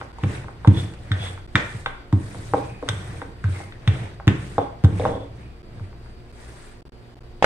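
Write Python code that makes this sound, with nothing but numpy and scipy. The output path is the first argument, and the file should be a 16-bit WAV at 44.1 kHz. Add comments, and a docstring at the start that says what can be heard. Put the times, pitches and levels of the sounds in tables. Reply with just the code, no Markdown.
"""Rolling pin on a stone counter

A wooden pin goes to and fro over dough in a tiled kitchen; then the sheet is peeled off and slapped down.
Landings ring the slab as damped modes, knocks ring the loose pin and its axle, and floury grit rubs and
hisses as filtered trains of tiny contacts. The pin clatters when put aside, faint squeaks are resonant noise,
a motor hums in wavering sines. Tiled walls add decaying noise echoes; two microphone ports hear it all,
and the level dips briefly at listed moments."""
import sys
import numpy as np
from scipy import signal
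from scipy.fft import rfft, irfft, next_fast_len
from scipy.io import wavfile
from scipy.ndimage import uniform_filter1d

SR = 44100
rng = np.random.default_rng(int(sys.argv[2]) if len(sys.argv) > 2 else 0)


def store_pcm(level_fs):
    """Save levels as 16-bit WAV."""
    pcm = np.round(np.clip(level_fs, -1, 1) * 32767).astype(np.int16)
    wavfile.write(sys.argv[1], SR, np.atleast_2d(pcm).T)


def level_to_linear(level):
    """Convert decibel levels to linear amplitude factors, elementwise."""
    exponent = np.asarray(level, float) / 20
    return 10 ** exponent


N = 328545

# Landings of the pin on the dough. Each row: start in seconds, strength in dB, overtone level in dB
# relative to it, t60 of the lowest mode in seconds.
LANDINGS = [(0.232, -9, -14, 0.048), (0.253, -9.5, -26, 0.11), (0.674, 3.5, -11.5, 0.11),
            (0.756, -13, -35, 0.16), (0.823, -31, -5, 0.25), (1.109, -13, -14, 0.27),
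            (1.2, -23.5, -31, 0.69), (1.549, -7.5, -14, 0.057), (1.745, -23, -50, 0.18),
            (2.128, -6, -9.5, 0.16), (2.532, -27, 0, 0.2), (2.892, -22.5, -14, 0.44),
            (2.93, -23.5, -29, 0.8), (3.44, -11.5, -32, 0.4), (3.485, -18.5, -22, 0.11),
            (3.874, -3, -29, 0.12), (4.272, 0.5, -11, 0.075), (4.577, -17.5, -24, 0.09),
            (4.839, 2.5, -17.5, 0.071), (4.95, -22.5, -29, 0.23), (5.805, -25.5, -22, 0.3)]
# Hard knocks of the wood. Each row: start in seconds, strength in dB, centre of the excited modes in Hz,
# their spread in octaves, crack and axle levels in dB relative to the strength.
WOOD_KNOCKS = [(0.013, -21.5, 960, 0.58, -67, -32), (0.185, -25, 1000, 0.16, -21, -37),
               (0.236, -22.5, 970, 1.1, -15.5, -21), (0.443, -33.5, 1140, 0.3, -27, -33),
               (0.483, -26.5, 1000, 0.48, -47, -36), (0.647, -14.5, 920, 0.42, -60, -32),
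               (0.674, -18, 600, 1.1, -14.5, -16.5), (0.937, -42.5, 2000, 1, -1, -20),
               (1.117, -16, 1660, 0.12, -17, -10), (1.376, -31.5, 1190, 0.43, -36, -39),
               (1.555, -4.5, 1660, 0.32, -17.5, -15), (1.8604, -14.5, 1240, 0.57, -24, -14),
               (2.126, -22.5, 890, 0.54, -17.5, -22), (2.346, -28, 603, 0.88, -36, -34),
               (2.536, -2, 806, 0.46, -36, -55), (2.579, -17, 507, 0.37, -40, -40),
               (2.826, -17.5, 590, 0.62, -32, -40), (2.881, -26, 1000, 0.6, -18, -28),
               (2.888, -17, 1350, 0.57, -2, -4), (3.217, -22, 750, 0.74, -36, -28),
               (3.441, -22.5, 1400, 0.26, -18.5, -29), (3.603, -22.5, 790, 0.17, -29, -37),
               (3.723, -35, 2070, 0.27, -27, -12), (3.876, -20, 2260, 0.72, -10, -6.5),
               (4.199, -24, 1060, 0.37, -50, -44), (4.278, -14.5, 1850, 0.88, -10, -12),
               (4.5809, -3.5, 735, 0.5, -39, -37), (4.845, -19, 920, 0.6, -11, -13),
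               (4.997, -10, 580, 0.33, -31, -31), (5.032, -16, 580, 0.34, -47, -31),
               (5.052, -5, 848, 0.44, -49, -37), (5.207, -25.5, 390, 0.34, -45, -44),
               (5.796, -35.5, 1010, 0.42, -30, -32), (5.928, -40, 990, 0.54, -28, -32),
               (6.06, -40, 1160, .4, -22, -30)]
# Upper modes of the slab, struck freely. Each row: frequency in Hz, level in dB, t60 in seconds.
UPPER_SLAB_MODES = [(161, -14, 0.069), (200, -2, 0.12), (297, 5.5, 0.12), (326, 4.5, 0.066), (383, -2, .1),
                    (500, -16, 0.12)]
# Modes of the wooden pin. Each row: frequency in Hz, relative level in dB, t60 in seconds.
PIN_MODES = [(281, 5.5, 0.1), (511, 9.5, 0.04), (611, 5, 0.049), (704, 8.5, 0.026), (804, 8.5, 0.04),
             (921.5, 8, 0.031), (1010, 8.5, 0.019), (1302, -7, 0.064), (1429, 5, 0.025),
             (1560, 16.5, 0.014), (1810, 16.5, 0.01), (2000, 19, 0.0084), (2334, 12, 0.035),
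             (2573, 17.5, 0.0073), (2840, -4.5, 0.021)]
# Left-right correlation of diffuse sound. Each row: frequency in Hz, correlation from -1 to 1.
PORT_LIKENESS = [(60, 0.76), (140, 0.74), (310, 0.97), (710, -0.024), (1610, -0.0053), (3670, -0.022)]


def rms_one(x):
    """Normalisation: scale a signal to unit root-mean-square."""
    return x / np.sqrt(np.mean(x ** 2) + 1e-20)


def at_hz(points, hz):
    """Interpolation: read a curve linearly along a log-frequency axis."""
    known_hz, value = np.array(points)[:, 0], np.array(points)[:, 1]
    return np.interp(np.log(hz), np.log(known_hz), value)


def drift(rate):
    """Low-pass noise: a slow random course of spread 1 with its corner near rate (Hz)."""
    r = np.exp(-40 * np.pi * rate / SR)   # corner near rate Hz, for noise made at one twentieth of the sample rate
    noise = rng.standard_normal(N // 20 + 2002)
    slow = signal.lfilter([1], [1, -2 * r, r * r], noise)[2000:]
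    return np.interp(np.arange(N) / 20, np.arange(len(slow)), rms_one(slow))


def ring(clicks, hz, t60):
    """Damped resonance: a unit click sets off a decaying sine of initial height 1."""
    r, w = level_to_linear(-60 / (t60 * SR)), 2 * np.pi * hz / SR
    return signal.lfilter([0, np.sin(w)], [1, -2 * r * np.cos(w), r * r], clicks + 1e-18)


def band(x, low_hz, high_hz):
    """Frequency selection: a Butterworth band-pass."""
    sos = signal.butter(2, [low_hz, min(high_hz, .45 * SR)], "band", fs=SR, output="sos")
    return signal.sosfilt(sos, x)


def noise_burst(clicks, decay_ms):
    """Exponential relaxation: each click starts noise that falls by a factor e in decay_ms."""
    envelope = signal.lfilter([1], [1, -np.exp(-1000 / (decay_ms * SR))], clicks + 1e-18)
    return envelope * rng.standard_normal((2, N))


def grit(per_s, spread_db):
    """Shot noise: two random trains of tiny contacts of uneven size and either sign."""
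    born = rng.random((2, N)) < per_s / SR
    size = level_to_linear(spread_db * np.minimum(rng.exponential(1, (2, N)), 4))
    return born * size * rng.choice([-1, 1], (2, N))


def stereo_pair(mid, side, hz):
    """Coherence: mix independent mid and side to the left-right correlation found at hz."""
    alike = np.clip(at_hz(PORT_LIKENESS, hz), -1, 1)
    return np.sqrt(1 + alike) * mid + np.sqrt(1 - alike) * side * [[1], [-1]]


def coloured(source, spectrum, patchy_db):
    """Spectral shaping: third-octave bands, each with its level, flicker and correlation; rms 1."""
    out, edges = 0, 20 * 2 ** np.arange(0, 10, 1 / 3)
    for k, (low, high) in enumerate(zip(edges, edges[1:])):
        hz = np.sqrt(low * high)
        if spectrum[0][0] < high and low < spectrum[-1][0]:
            # each band takes the source at another moment
            mid, side = band(np.roll(source, 997 * k, axis=1), low, high)
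            gain = level_to_linear(at_hz(spectrum, hz) + patchy_db * drift(32.0))
            out = out + gain * stereo_pair(mid, side, hz)
    return rms_one(out)


def after(events, level_db, t60):
    """Energy decay: power jumps at each blow and dies away exponentially."""
    clicks = np.zeros(N)
    for s, strength_db, *_ in events:
        clicks[round(s * SR)] = level_to_linear(2 * (strength_db + level_db))
    return signal.lfilter([1], [1, -level_to_linear(-120 / (t60 * SR))], clicks + 1e-18)


def stroke_power(column):
    """Incoherent addition: strokes swell and fade linearly in dB, and their powers add."""
    # Strokes of the pin, last the hands and the peeling sheet. Each row: end of the rise in seconds,
    # start of the fade in seconds, full-speed levels of counter rumble, rub and flour hiss in dB rms.
    strokes = [(0.0, -0.023, -43, -41.5, -55.5), (0.312, 0.357, -33.5, -39, -50),
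               (0.805, 0.78, -28, -36.5, -43), (1.047, 1.08, -47, -52, -62),
               (1.255, 1.239, -38.5, -34.5, -44), (1.63, 1.807, -43.5, -49, -52),
               (2.241, 2.653, -36.5, -48, -51), (2.89, 3.202, -37.5, -45, -54),
               (3.536, 3.606, -42, -42, -50), (3.928, 4.046, -37, -42.5, -55),
               (4.418, 4.56, -36.5, -48, -53), (4.986, 5.071, -27.5, -42.5, -50.5),
               (5.402, 5.417, -38.5, -54, -65), (5.762, 5.85, -40.5, -56.5, -69.5),
               (6.05, 6.096, -51, -59, -68), (6.405, 6.676, -57, -50.5, -55)]
    # Swell as the pin gathers speed: rumble, rub and hiss in dB per second.
    speed_up = (122, 107, 145.5)
    # Fade as it slows: rumble, rub and hiss in dB per second.
    slow_down = (64.5, 110, 116)
    t, power = np.arange(N) / SR, 0
    for start, end, *db in strokes:
        rise_db = speed_up[column] * np.maximum(start - t, 0)
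        fade_db = slow_down[column] * np.maximum(t - end, 0)
        power = power + level_to_linear(2 * (db[column] - rise_db - fade_db))
    return power


def rolling():
    """Rough-contact excitation: bumps shake the slab, grit rubs and hisses; gives rumble and stereo grit."""
    # Lower slab modes. Each row: frequency in Hz, level in dB, t60 in seconds before it is shortened here.
    counter_modes = [(85, -32, 0.12), (102.2, -2.5, 0.18), (124, -4.5, 0.18)]
    # Relative spectrum of the rub. Each row: frequency in Hz, level in dB per Hz.
    rub_spectrum = [(350, 1), (650, 3.5), (1200, -1.5), (1900, 2), (2800, -7.5), (3500, -8), (4300, -20.5),
                    (5500, -17.5)]
    # Relative spectrum of the flour hiss. Each row: frequency in Hz, level in dB per Hz.
    hiss_spectrum = [(3500, -9), (5000, -10.5), (7000, -13.5), (10000, -2), (16000, -35.5)]
    rumble_power, rub_power, hiss_power = map(stroke_power, range(3))

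    bumps = grit(150, 1.2)[0]
    # slab modes ring shorter here
    rumble = sum(level_to_linear(db) * ring(bumps, hz, 0.27 * t60) for hz, db, t60 in counter_modes)
    rumble += level_to_linear(-24.5) * sum(level_to_linear(db) * ring(bumps, hz, .5 * t60) for hz, db, t60 in UPPER_SLAB_MODES)
    # the slab rumbles on after a landing
    rumble_power = rumble_power + after(LANDINGS, level_db=-21, t60=0.51)

    # knocks shake up grit, brighter ones more: 14 dB per octave
    skids = [(s, db + 14 * np.log2(hz / 1000)) for s, db, hz, *_ in WOOD_KNOCKS]
    rub_power = rub_power + after(skids, level_db=-33.5, t60=.6)
    rub = np.sqrt(rub_power) * coloured(grit(2500, 4.5), rub_spectrum, patchy_db=2.5)
    hiss = np.sqrt(hiss_power) * coloured(grit(5000, 4.5), hiss_spectrum, patchy_db=1.8)
    return np.sqrt(rumble_power) * rms_one(rumble), rub + hiss


def room_air():
    """Diffuse background: steady Gaussian noise shaped band by band, at -45 dB rms."""
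    # Relative spectrum of the room noise. Each row: frequency in Hz, level in dB per Hz.
    air_spectrum = [(20, 14), (30, 0.5), (55, 1), (90, -5.5), (200, -13.5), (400, -12), (800, -20.5),
                    (2200, -27.5), (4500, -33.5), (6500, -46), (10000, -40), (16000, -38.5)]
    return level_to_linear(-45) * coloured(rng.standard_normal((2, N)), air_spectrum, patchy_db=1.2)


def hum():
    """Line spectrum: motor sines whose level and phase waver a little."""
    # Motor lines. Each row: frequency in Hz, level in dB rms about which it wavers.
    motor_lines = [(59.2, -50), (118.4, -52.5), (172.3, -67), (236.9, -60.5), (355.3, -60), (409.1, -70.5),
                   (468.3, -66.5), (705.2, -67.5), (4646, -70)]
    t, out = np.arange(N) / SR, 0
    for hz, db in motor_lines:
        wander = (0.59 + hz / 600) * drift(1.5)   # radians
        phase = 2 * np.pi * hz * t + wander + rng.uniform(0, 2 * np.pi)
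        out = out + np.sqrt(2) * level_to_linear(db + 2.0 * drift(5.2)) * np.sin(phase)
    return out


def kitchen(x, gap_ms=1.27):
    """Statistical reverberation: tiled walls answer with noise dying band by band, alike only in the bass."""
    # Echo bands. Each row: centre in Hz, t60 in seconds, level in dB.
    echo_bands = [(90, 0.53, -27), (258, 0.33, -3), (762, 0.47, -6), (2100, 0.55, -7.5),
                  (4300, 0.13, -14.5), (10000, 0.81, -4.5)]
    t, tail = np.arange(SR // 2) / SR, 0
    for hz, t60, db in echo_bands:
        mid, side = band(rng.standard_normal((2, len(t))), hz / 1.6, hz * 1.6)
        decay = level_to_linear(db - 60 * t / t60) / np.sqrt(t60 * SR / 14)   # makes up for the length of the decay
        tail = tail + stereo_pair(mid, side, hz) * decay
    tail = tail * np.clip(t * 1000 / gap_ms, 0, 1) ** 2   # echoes build up over the gap
    return signal.fftconvolve(x[None], tail, axes=1)[:, :N]


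def knocks(crack_ms=5.4):
    """Modal excitation: each knock rings the pin modes near its centre and the axle, under a short crack."""
    # Axle modes. Each row: frequency in Hz, relative level in dB, t60 in seconds.
    axle_modes = [(3404, 6, 0.013), (3640, 2, .03), (3990, -8, 0.022)]
    rows, out, ports = np.array(WOOD_KNOCKS), np.zeros((2, N)), [[0], [1]]
    start_s, strength_db, centre_hz, spread, crack_db, axle_db = rows.T
    chance = rng.normal(0, 1, (len(rows), len(PIN_MODES) + 1))
    # the pin's place shifts the arrival at the second port, by chance about 2 samples
    at = (start_s * SR + np.outer([0, 2], chance[:, -1])).astype(int)
    widen = 2 ** 0.42   # a yielding contact lets each mode swell in, without a bare click

    def struck_mode(height, hz, t60):
        """Mode response: clicks of the given heights ring one band-limited resonance."""
        clicks = np.zeros((2, N))
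        clicks[ports, at] = height
        return band(ring(clicks, hz, t60), hz / widen, hz * widen)

    for k, (hz, level_db, t60) in enumerate(PIN_MODES):
        off = np.log2(hz / centre_hz) / np.maximum(spread, .15)
        off = np.where(off > 0, 1.3, .8) * off   # blunt contact: the colour falls faster above the centre
        mode_db = strength_db + level_db - 14.0 - 2.13 * off ** 2 + 2 * chance[:, k]
        out += struck_mode(-level_to_linear(mode_db), hz, t60)
    for hz, level_db, t60 in axle_modes:
        out += struck_mode(level_to_linear(strength_db + axle_db + level_db), hz, t60)
    # wood on wood is a blunt contact
    out = signal.sosfilt(signal.butter(4, 4300.0, fs=SR, output="sos"), out)

    clicks = np.zeros((2, N))
    clicks[ports, at] = level_to_linear(strength_db + crack_db - 2.0)
    return out + band(noise_burst(clicks, crack_ms), 2500, 9000)


def thuds(slab_hz=92.2, rise_ms=4.27, glide=0.65, settle_ms=6.7):
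    """Stiffness and pitch: a soft push rings the slab; squeezed dough is stiffer, so pitch starts high."""
    out, t = np.zeros(N + SR), np.arange(SR) / SR
    push = np.hanning(int(rise_ms * SR / 1000))
    for s, strength_db, over_db, t60 in LANDINGS:
        pitch_hz = slab_hz * (1 + glide * np.exp(-t * 1000 / settle_ms))
        wave = level_to_linear(-60 * t / max(t60, .03)) * np.sin(2 * np.pi * np.cumsum(pitch_hz) / SR)
        for hz, db, ring_s in UPPER_SLAB_MODES:
            wave += level_to_linear(db + over_db - 60 * t / ring_s) * np.sin(2 * np.pi * hz * t)
        at = round(s * SR)
        out[at:at + SR] -= level_to_linear(strength_db) * np.convolve(wave, push / push.sum())[:SR]
    return out[:N]


def squeaks(t60=.015):
    """Friction-driven resonance: broken noise in one narrow mode swells and fades."""
    # Faint axle squeaks. Each row: start and length in seconds, frequency in Hz,
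    # level in dB rms before swell and flicker.
    axle_squeaks = [(0.705, 0.15, 3460, -45), (1.176, 0.14, 3390, -40.5), (2.568, 0.27, 2460, -53),
                    (3.5, 0.18, 2110, -50), (4.571, 0.099, 3420, -52), (4.94, 0.34, 3420, -53),
                    (5.353, 0.24, 2440, -63)]
    out = np.zeros(N)
    for s, length, hz, db in axle_squeaks:
        size, at = round(length * SR), round(s * SR)
        tone = rms_one(ring(rng.standard_normal(SR // 2), hz, t60)[:size])
        out[at:at + size] += level_to_linear(db) * np.hanning(size) ** .5 * tone
    return out * level_to_linear(3 * drift(25))


def clatter(db=-29, per_s=160.0, centre_hz=426.0):
    """Repeated impact: the pin rocks on bare stone, dense uneven touches ringing its lower modes."""
    # The pin is put aside: start, loudest moment and end, all in seconds.
    start, loudest, end = (4.995, 5.07, 5.25)
    moments = [start - .004, start, loudest, end, end + .06]
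    swell_db = np.interp(np.arange(N) / SR, moments, [-60, -7, 0, -15, -60])
    touches, modes = grit(per_s, spread_db=2)[0], 0
    for hz, level_db, t60 in PIN_MODES:
        weight_db = level_db - 27.0 * np.log2(hz / centre_hz) ** 2
        modes = modes + level_to_linear(weight_db) * ring(touches, hz, t60)
    return level_to_linear(db + swell_db) * rms_one(modes)


def slaps(splash_ms=11.0):
    """Cavity resonance: trapped air pops out from under the sheet in a splash of noise."""
    # Dough sheet on stone. Each row: start in seconds, strength in dB, air pocket frequency in Hz,
    # splash level in dB, relative to the strength and to a reference of 19 dB.
    sheet_slaps = [(7.425, 0, 783, -28), (7.4428, 0.5, 610, -24.5), (7.4445, 4.5, 1540, -42)]
    out = np.zeros((2, N))
    for s, strength_db, hz, splash_db in sheet_slaps:
        click = np.zeros(N)
        click[round(s * SR)] = -level_to_linear(strength_db)
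        splash = band(noise_burst(click, splash_ms), 240, 2380)
        out += ring(click, hz, 7.8 / hz) + level_to_linear(splash_db + 19) * splash   # pocket: t60 of 7.8 periods
    return out


def scene():
    """Superposition: pin, counter, dough, room and motor add up."""
    rumble, rubbing = rolling()
    no_deep_bass = signal.butter(6, 70, "high", fs=SR, output="sos")   # the microphone passes little below 70 Hz
    slab = signal.sosfilt(no_deep_bass, thuds() + rumble)
    # thuds, rumble, knocks, clatter, slaps and squeaks feed the echoes
    echoing = slab + knocks() + clatter() + slaps() + squeaks()
    return echoing + kitchen(echoing.mean(axis=0)) + rubbing + room_air() + hum()


def top_cut(x):
    """Nothing passes above the cut-off."""
    return signal.sosfilt(signal.butter(12, 15900, fs=SR, output="sos"), x)


def record(dry):
    """Linear filtering, then saturation: ports differ in colour and delay, level dips, peaks are rounded."""
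    # Colour of both ports. Each row: frequency in Hz, gain in dB.
    port_colour = [(6500, 1), (7600, 2), (8400, 2.5), (9300, -3), (11000, -10.5), (16000, -13)]
    # Left-right difference of the ports. Each row: frequency in Hz, left minus right in dB.
    port_difference = [(500, -0.18), (1400, 0.72), (3000, -0.99), (9000, 1.1), (14000, -1.5)]
    # Brief dips in level. Each row: start in seconds, length in milliseconds.
    dips = [(0.1208, 6.2), (1.465, 10.3), (5.6206, 8.1), (6.3181, 6.5), (6.8108, 7.8), (6.828, 24.8),
            (6.8838, 6.7), (6.8973, 23), (7.146, 8.7), (7.162, 5.2), (7.193, 13), (7.2261, 5.5)]
    size = next_fast_len(N)
    hz = np.fft.rfftfreq(size, 1 / SR) + 1   # 1 Hz up keeps the logarithm finite
    late = np.exp(-2j * np.pi * hz * np.array([[9e-5], [0]]))   # left hears 90 microseconds late
    colour = level_to_linear(at_hz(port_colour, hz) + at_hz(port_difference, hz) * [[.5], [-.5]])
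    heard = irfft(rfft(dry, size) * late * colour, size)[:, :N]

    shut = np.zeros(N)
    for s, ms in dips:
        shut[round(s * SR):round((s + ms / 1000) * SR)] = 1
    gain = level_to_linear(-32 * uniform_filter1d(shut, size=30))   # dips of 32 dB with short slopes
    top = 1.6   # ceiling of the soft saturation
    return top_cut(top * np.tanh(heard * gain / top))


dry = scene()
out = record(dry)
store_pcm(out)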